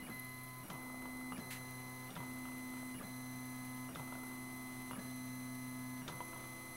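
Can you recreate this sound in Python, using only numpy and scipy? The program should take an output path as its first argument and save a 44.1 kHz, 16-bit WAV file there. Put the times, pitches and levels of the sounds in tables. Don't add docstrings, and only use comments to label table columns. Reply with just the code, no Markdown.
import sys
import numpy as np
from scipy import signal
from scipy.fft import rfft, irfft, next_fast_len
from scipy.io import wavfile
from scipy.ndimage import uniform_filter1d

SR = 44100
rng = np.random.default_rng(int(sys.argv[2]) if len(sys.argv) > 2 else 0)


def file_out(sig):
    cols = np.atleast_2d(sig).T
    lim = np.clip(cols, -1, 1)
    pcm = np.round(lim * 32767).astype(np.int16)
    wavfile.write(sys.argv[1], SR, pcm)


def voltage_ratio(decibels):
    exponent = np.asarray(decibels, float) / 20
    return 10 ** exponent


N = 298109

STEP_HZ = 2030.1

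# (start [s], end [s], middle tones [dB], treble as the microphone turns [dB], bearing chatter [dB])
STROKES = [
    (-.1, 0.021, -1, -12, -75),
    (0.101, 0.63, -2.5, -7, -87.5),
    (0.71, 1.318, -1, -4.5, -69),
    (1.397, 2.09, -0.5, 0, -73.5),
    (2.172, 2.942, -0.5, -0.5, -70.5),
    (3.029, 3.883, 0.5, 0, -89),
    (3.966, 4.91, 0, 0, -70.5),
    (4.99, 6.016, 0.5, 1, -93),
    (6.094, 7.006, 1, 1.5, -71),
]
# (frequency [Hz], density [dB per Hz])
HISS = [(25, 0), (70, -3), (140, 3), (280, -0.5), (450, -11.5), (750, -5.5), (1300, -5.5), (1800, -12),
        (2300, -6.5), (3200, -17), (7500, -15.5), (10500, -4), (13000, -15), (16000, -11)]
# (time [s], peak level [dB], shake of table and hand [dB])
TAKE_UPS = [
    (0.702, -33, 0),
    (2.165, -30, -8),
    (3.958, -32, -5),
    (6.088, -34, -4),
]


def unit(x):
    return x / np.sqrt(np.mean(x ** 2) + 1e-20)


def in_time(rows):
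    s, *columns = np.transpose(rows)
    return [np.interp(np.arange(N) / SR, s, column) for column in columns]


def colour(x, spectrum, peaks=()):
    hz, db = np.transpose(spectrum)
    size = next_fast_len(len(x))
    grid = np.maximum(np.fft.rfftfreq(size, 1 / SR), 1)
    curve_db = np.interp(np.log(grid), np.log(hz), db)
    for centre, width, peak_db in peaks:
        curve_db += peak_db * np.exp(-2 * ((grid - centre) / width) ** 2)
    return unit(irfft(rfft(x, size) * voltage_ratio(curve_db), size)[:len(x)])


def noise(spectrum, peaks=()):
    return colour(rng.standard_normal(N), spectrum, peaks)


def drift(rate):
    knots = rng.standard_normal(400)
    return np.interp(np.arange(N) / SR * rate, np.arange(400), knots)


def add(out, s, x):
    i = min(int(round(s * SR)), N)
    out[i:i + len(x)] += x[:N - i]


def ring(hz, t60, rise, count=2500):
    t = np.arange(count) / SR
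    x = np.sin(2 * np.pi * hz * t) * voltage_ratio(-60 * t / t60) * (1 - np.exp(-t / rise))
    return x / np.max(np.abs(x))


def burst(spectrum, decay, rise=0.000097):
    t = np.arange(1500) / SR
    return colour(rng.standard_normal(1500), spectrum) * np.exp(-t / decay) * (1 - np.exp(-t / rise))


def gate(t, start, end, rise, fall):
    return (1 - np.exp(-np.maximum(t - start, 0) / rise)) * np.exp(-np.maximum(t - end, 0) / fall)


def shaken(rest_db, shaken_db, rise, calm):
    t = np.arange(N) / SR
    tremble = sum(voltage_ratio(shaken_db + db) * gate(t, s, s + rise, rise / 2, calm) for s, _, db in TAKE_UPS)
    return voltage_ratio(rest_db) + tremble


def room(x):
    t60_s, gap_s, level_db = 0.14, 0.004, -9
    t = np.arange(SR // 4) / SR
    tail = colour(rng.standard_normal(len(t)), [(150, -17), (500, -1), (3000, -6), (12000, -8)])
    tail *= voltage_ratio(-60 * t / t60_s) * (t > gap_s)
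    tail /= np.sqrt(np.sum(tail ** 2))
    return x + voltage_ratio(level_db) * signal.fftconvolve(x, tail)[:N]


def hiss():
    # (frequency [Hz], width [Hz], level [dB])
    top_peaks = [(2640, 440, -15), (5730, 180, -0.5), (7330, 223, -6.5), (8560, 140, -5.5), (9400, 250, -9),
                 (9860, 310, 4), (10500, 1000, -3.5), (12310, 340, 7.5), (12500, 450, -4), (14020, 480, 6)]
    air = noise(HISS, top_peaks)
    top = signal.sosfilt(signal.butter(4, 8500, "high", fs=SR, output="sos"), air)
    air += top * (voltage_ratio(0.48 * drift(44.0)) - 1)
    table = noise([(220, -49), (310, 7.5), (480, 1.0), (700, 5.0), (1000, -57)])
    hand = noise([(10, -20.5), (35, 2), (70, 1), (120, -38)])
    table *= shaken(rest_db=-70.5, shaken_db=-65, rise=0.22, calm=0.18)
    hand *= shaken(rest_db=-80, shaken_db=-70, rise=0.5, calm=0.01)
    return voltage_ratio(-57) * air + table + hand


def hand_brush():
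    # (time [s], level [dB])
    brush_course = [
        (1.5, -90),
        (1.506, -51),
        (1.525, -49),
        (1.55, -53),
        (1.575, -58),
        (1.6, -66),
    ]
    # (frequency [Hz], density [dB per Hz])
    brush_colour = [(710, -66), (1200, -24), (1980, -8.5), (2150, -13), (3950, -17.5), (5130, -23),
                    (10400, -20), (16000, -23)]
    return voltage_ratio(in_time(brush_course)[0] + 2.0 * drift(49.0)) * noise(brush_colour)


def fan_rub():
    # (time [s], level [dB])
    rub_course = [(0, -58), (.15, -46.5), (.45, -49.5), (.65, -51.5), (1.2, -58), (2.0, -56), (3.0, -55),
                  (4.0, -53.5), (6.76, -57)]
    # (frequency [Hz], density [dB per Hz])
    rub_colour = [(9000, -27.5), (10300, -7), (11200, 0.5), (12100, -3.5), (15500, -32)]
    # (frequency [Hz], density [dB per Hz])
    housing_colour = [(1500, -30), (2300, 1), (2900, -3), (3600, -7.5), (5000, -32)]
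    fan_hz, first_s = 20.55, 0.0016
    out = voltage_ratio(in_time(rub_course)[0] - 16.5) * noise(rub_colour)

    turned_db, = in_time([((start + end) / 2, treble_db) for start, end, _, treble_db, _ in STROKES])
    out += voltage_ratio(-78 - 0.87 * turned_db) * noise(housing_colour)

    for k, s in enumerate(np.arange(first_s, N / SR, 0.5 / fan_hz)):
        size, late, pitch = rng.standard_normal(3)
        db = np.interp(s, *np.transpose(rub_course)) - 10 * (k % 2) + 1 + 2.5 * size
        scuff = burst(rub_colour, 0.005, rise=0.002)
        scuff += 0.35 * ring(11300 * 1.025 ** pitch, 0.035, 0.002, count=1500)
        click = burst([(8000, -25), (10500, 0), (14500, -2), (16000, -8)], 0.0012)
        scuff[130:] += 0.68 * click[:-130]
        add(out, abs(s - 0.003 + 0.00086 * late), voltage_ratio(db) * scuff)
    return out


def chatter():
    out = np.zeros(N)
    for start, end, _, _, chatter_db in STROKES[1:]:
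        times = np.arange(start + 0.03, min(end, N / SR), 32 / STEP_HZ)
        for s, (size, pitch, late) in zip(times, rng.standard_normal((len(times), 3))):
            db = chatter_db + 13 + 4 * size - 10 * (s - start)
            tick = ring(1280 * 1.05 ** pitch, 0.025, 0.0004) + 0.9 * ring(960 * 1.08 ** late, 0.03, 0.0003)
            tick[:1500] += 0.438 * burst([(400, 3), (700, 26), (1450, -13), (1800, -18)], 0.0083)
            add(out, s + 0.00146 * late, voltage_ratio(db) * tick[:1500])
    return out


def knocks():
    # (delay [s], level [dB], ring frequency [Hz])
    rebounds = [
        (0, -2.5, 1290),
        (.005, -11, 1150),
        (.039, -8, 990),
        (.062, -14, 1020),
    ]
    # (time [s], peak level [dB])
    stops = [
        (0.087, -44),
        (1.322, -34.5),
        (2.094, -44),
        (3.012, -42),
        (3.891, -43),
        (4.911, -34),
        (4.933, -36.5),
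        (6.019, -44),
    ]
    # (time [s], peak level [dB], part [1 belt clamp or 0 bearing])
    rattles = [(0.819, -46, 0.14), (0.866, -47, 0), (1.022, -44, 0.039), (1.056, -39, 0),
               (1.212, -44, 0.12), (2.454, -41, 1), (2.487, -41, 0), (2.52, -44, 0), (2.738, -44, 1),
               (2.77, -44, 0), (4.077, -43.5, 1), (4.125, -40, 0), (4.234, -44, 1), (4.313, -41, 0.01),
               (6.205, -33, 0), (6.331, -40, 1), (6.362, -41, 0), (6.408, -46, 1), (6.441, -42, 1)]
    stop_hz, bearing_hz, clamp_hz = 1230, 980, 1294
    events = [(s + late, db + loss_db, hz) for s, db, _ in TAKE_UPS for late, loss_db, hz in rebounds]
    events += [(s, db, stop_hz) for s, db in stops]
    events += [(s, db, clamp_hz if clamp else bearing_hz) for s, db, clamp in rattles]
    out = np.zeros(N)
    for s, db, hz in events:
        body = ring(hz, 0.019, 0.000098)
        body += 0.74 * ring(hz * 0.74, 0.0036, 0.00017)
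        body += 0.068 * ring(524, 0.027, 0.001)
        body[:1500] += 0.39 * burst([(500, -18), (1000, 23.5), (1600, -7), (3000, 6), (6000, -22)], 0.0084)
        add(out, s, -voltage_ratio(db - 5.5) * body)
    return out


def ticks_and_snaps():
    # (time [s], peak level [dB], broad crack [dB])
    ticks = [(0.6993, -50.5, 0.5), (1.378, -59, 6), (2.1046, -51, -5), (2.1264, -61, -6),
             (2.1541, -46.5, -8.5), (2.161, -62, -5), (3.9502, -43.5, -11), (4.9097, -56, -4),
             (5.1004, -57, -1), (6.0789, -37.5, -5.5), (6.2047, -65, -1)]
    # (time [s], peak level [dB])
    snaps = [
        (0.4344, -42),
        (1.709, -42),
        (1.7529, -47),
        (2.9894, -44),
        (4.2692, -41),
        (5.5493, -42),
        (5.69, -46),
    ]
    out = np.zeros(N)
    for s, db, crack_db in ticks:
        add(out, s, voltage_ratio(db - 3.0) * ring(3590, 0.015, 0.00045))
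        add(out, s, voltage_ratio(db + crack_db) * burst([(1500, 4.5), (7000, -1.5), (9000, -16)], 0.012))
    for s, db in snaps:
        add(out, s, voltage_ratio(db - 5) * burst([(7000, -20), (9000, -3), (11500, 0), (15500, -4)], 0.002))
    return out


def jolts():
    # (time [s], level [dB])
    line_starts = [
        (.1, -44.5),
        (0.702, -48),
        (1.381, -39.5),
        (2.162, -45.5),
        (3.021, -44.5),
        (3.961, -45),
        (4.98, -42.5),
        (6.105, -45.5),
    ]
    # (first [Hz], second: delay [s], level [dB], frequency [Hz])
    swings = [
        (233, 0.023, -16, 153),
        (169, 0.0369, 0, 133),
    ]
    mode = dict(t60=0.12, rise=0.003, count=10000)
    out = np.zeros(N)
    for j, (s, db) in enumerate(line_starts):
        hz, late, second_db, second_hz = swings[j % 2]
        add(out, s, voltage_ratio(db) * ring(hz, **mode))
        add(out, s + late, voltage_ratio(db + second_db) * ring(second_hz, **mode))
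    return out


def side_steps():
    # (step tone [dB], 2nd [dB], 3rd harmonic [dB], whistle [dB], braking [dB])
    step_levels = [
        (-69, -70, -68.5, -79, -67),
        (-63, -79, -80, -58.5, -57.5),
    ]
    # (time after line end [s], share of side-step rate [1], level [dB])
    brake_stages = [
        (.042, .8, 0),
        (.052, .6, -2),
        (.063, .4, -4),
        (.074, .58, -5),
    ]
    # (frequency [Hz], density [dB per Hz])
    shudder_colour = [(40, -8), (170, 11.5), (330, 1), (700, -2), (1300, -6.5), (2400, -14), (4500, -28),
                      (8000, -37)]
    # (time after line end [s], level [dB])
    shudder_course = [(0, -4), (.01, 0.5), (.05, -2), (.075, 3.5), (.1, -1.5), (.16, -8), (.25, -51)]
    whistle_hz = 10970
    flicker_db = 4.0
    facing_share = 0.32
    shudder_levels_db = (-54, -53)

    out, t = np.zeros(N), np.arange(int(0.25 * SR)) / SR
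    stage_s, share, stage_db = np.transpose(brake_stages)
    stage = np.searchsorted(stage_s, t)
    rate_hz = np.sqrt(2) * STEP_HZ * uniform_filter1d(np.r_[1, share][stage], size=70)
    brake_level = uniform_filter1d((stage > 0) * voltage_ratio(np.r_[0, stage_db][stage]), size=90)
    brake_level *= gate(t, 0, 0.091, 0.001, 0.0045)
    cruising = gate(t, 0, stage_s[0], 0.001, 0.012)
    whistling = gate(t, 0, 0.063, 0.0032, 0.0037) * np.sin(2 * np.pi * whistle_hz * t)
    course = voltage_ratio(np.interp(t, *np.transpose(shudder_course)))

    for j, (_, end, _, treble_db, _) in enumerate(STROKES[:-1]):
        near = 1 - j % 2
        *harmonics_db, whistle_db, braking_db = step_levels[near]
        facing_db = facing_share * treble_db
        uneven = np.repeat(rng.standard_normal(len(t) // 60 + 1), 60)[:len(t)] * (stage > 0)
        turn = 2 * np.pi * np.cumsum(rate_hz * (1 + 0.044 * uneven)) / SR
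        flicker = flicker_db * uniform_filter1d(uneven, size=120)
        x = voltage_ratio(braking_db + flicker) * brake_level * (np.sin(turn) + 0.2 * np.sin(2 * turn))
        for k, db in enumerate(harmonics_db):
            tone = np.sin((k + 1) * 2 * np.pi * rate_hz[0] * t)
            x += voltage_ratio(db + facing_db * (k > 0)) * cruising * tone
        x += voltage_ratio(whistle_db + facing_db) * whistling
        shudder = course * colour(rng.standard_normal(len(t)), shudder_colour)
        add(out, end, np.sqrt(2) * x + voltage_ratio(shudder_levels_db[near]) * shudder)
    return out


def motors():
    # (multiple of the electrical cycle [1], level on lines out [dB], on lines back [dB])
    orders = [(3, -72, -73), (4.5, -80, -75), (6, -73, -74), (7, -73, -69), (10.5, -76, -65),
              (21, -71, -73), (22, -74, -76), (36, -70, -68), (40, -67, -68), (53.5, -72, -87),
              (76, -98, -83), (104, -87, -85), (108, -86, -83), (138.5, -80, -82), (191, -82, -83),
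              (192, -69, -70), (193, -80, -84), (202.5, -84, -83), (257, -84, -79), (126, -85, -85),
              (255, -84, -79), (319, -69.5, -72), (320, -71.5, -73), (321, -78, -69), (383, -77, -79),
              (385, -77, -75), (447, -90, -81)]
    # (multiple 12 [dB], 16 [dB], 24 [dB], 28 [dB])
    pairing = [(-74, -72.5, -76.5, -74), (-71, -82, -74, -83), (-75, -70, -68.5, -67),
               (-67.5, -69, -68, -67), (-74.5, -72, -72.5, -67), (-76.5, -74, -67.5, -68),
               (-71, -91, -68.5, -66.5), (-74.5, -73.5, -73, -67.5), (-74, -68, -71, -67)]
    # (full-step tone [dB], octave start [dB], end [dB], half-rate tone start [dB], end [dB])
    hum = [(-70, -54, -53.5, -66, -67.5), (-56, -55, -62.5, -64, -57), (-61, -53.5, -48, -59.5, -67),
           (-55, -55, -55.5, -66, -59.5), (-60, -49.5, -48.5, -64, -64), (-54.5, -50, -49.5, -66.5, -59.5),
           (-59.5, -50.5, -51, -66, -63), (-54, -48.5, -48.5, -71, -60.5), (-60.5, -58, -59, -63, -67)]
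    # (microstep tone start [dB], end [dB], 2nd harmonic [dB], 4th start [dB], end [dB])
    whine = [(-49, -54, -69, -95, -93), (-51, -60, -68.5, -86, -88), (-55, -53.5, -68.5, -77, -67),
             (-55.5, -56, -66.5, -70.5, -82), (-55, -55.5, -68.5, -72.5, -66),
             (-58, -57, -67.5, -69.5, -70.5), (-55.5, -56, -69, -70.5, -67),
             (-58.5, -57.7, -67.5, -69.5, -72), (-55.5, -55.6, -68.5, -74, -69)]
    # (one cycle below [dB], one cycle above [dB])
    side_lines_db = [
        (-6, -11.5),
        (-9, -15),
    ]
    side_lines_rad = (1.6, -2.6)
    second_climb_db = (-5.5, 2.5)
    hum_fade_db_per_s = (123, 58)
    flutter_db = (0.6, 2.2)
    hum_build_db, hum_build_s = 6, 0.032
    half_sag_db, cyclic_db = 1, -66

    out, time = np.zeros(N), np.arange(N) / SR
    cycle = 2 * np.pi * STEP_HZ / 64
    phases = rng.uniform(0, 2 * np.pi, (len(STROKES), 40))
    one_cycle = rng.standard_normal(round(64 * SR / STEP_HZ))
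    contact_noise = colour(np.resize(one_cycle, N), HISS[5:])
    swell_db = [drift(3) for _ in range(5)]
    flutter = drift(19)

    for j, (start, end, middle_db, treble_db, _) in enumerate(STROKES):
        span = slice(max(0, int(start * SR)), min(N, int((end + 0.15) * SR)))
        t, back, phase = time[span], 1 - j % 2, phases[j]
        along = np.clip((t - start) / (min(end, N / SR) - start), 0, 1)
        full_db, octave0, octave1, half0, half1 = hum[j]
        step0, step1, second_db, fourth0, fourth1 = whine[j]

        quick = gate(t, start - 0.006, end, 0.0014, 0.0059)
        ringing = gate(t, start, end, 0.008, 0.012)
        following = STROKES[j + 1][0] if j + 1 < len(STROKES) else end
        slow = gate(t, start, following, 0.031, 0.0067)

        tones = []
        for order, *levels_db in orders:
            facing_db = treble_db if order > 150 else middle_db * (order < 70)
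            tones.append((order, levels_db[back] + swell_db[int(order) % 5][span] + facing_db))
        tones += list(zip((12, 16, 24, 28), pairing[j]))
        half_db = half0 + (half1 - half0) * along - half_sag_db * np.sin(np.pi * along)
        fourth_db = fourth0 + (fourth1 - fourth0) * along
        second_db = second_db + second_climb_db[back] * (along - 0.5)
        below_db, above_db = side_lines_db[back]
        tones += [(32, half_db), (256, fourth_db)]
        tones += [(127, second_db + below_db), (128, second_db), (129, second_db + above_db)]
        last = len(tones) - 1
        phase[last] = 2 * phase[last - 1] - phase[last - 2] + side_lines_rad[back]
        phase[16] = 2 * phase[15] - phase[14] + np.pi

        x = quick * sum(voltage_ratio(db) * np.sin(order * cycle * t + p) for (order, db), p in zip(tones, phase))
        step_db = step0 + (step1 - step0) * along
        x += ringing * voltage_ratio(step_db) * np.sin(64 * cycle * t + phase[-1])
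        ease_db = -hum_build_db * np.exp(-(t - start) / hum_build_s)
        ease_db -= hum_fade_db_per_s[back] * np.maximum(t - end, 0)
        unsteady_db = flutter_db[back] * flutter[span]
        x += slow * voltage_ratio(full_db + ease_db + unsteady_db) * np.sin(4 * cycle * t + phase[-2])
        octave_db = octave0 + (octave1 - octave0) * along
        x += slow * voltage_ratio(octave_db + ease_db) * np.sin(8 * cycle * t + phase[-3])
        out[span] += np.sqrt(2) * x + voltage_ratio(cyclic_db + treble_db) * quick * contact_noise[span]
    return out


def scene():
    background = hiss() + hand_brush() + fan_rub()
    struck = chatter() + room(knocks() + ticks_and_snaps() + jolts())
    mono = background + struck + side_steps() + motors()
    return np.array([mono, mono])


def band_limit(x):
    return signal.sosfilt(signal.butter(12, 16610, fs=SR, output="sos"), x)


def record(dry):
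    cutoff_hz, offset = 15790, -0.00034
    size = next_fast_len(N)
    passed = rfft(dry, size) * (np.fft.rfftfreq(size, 1 / SR) < cutoff_hz)
    return band_limit(irfft(passed, size)[:, :N] + offset)


dry = scene()
out = record(dry)
file_out(out)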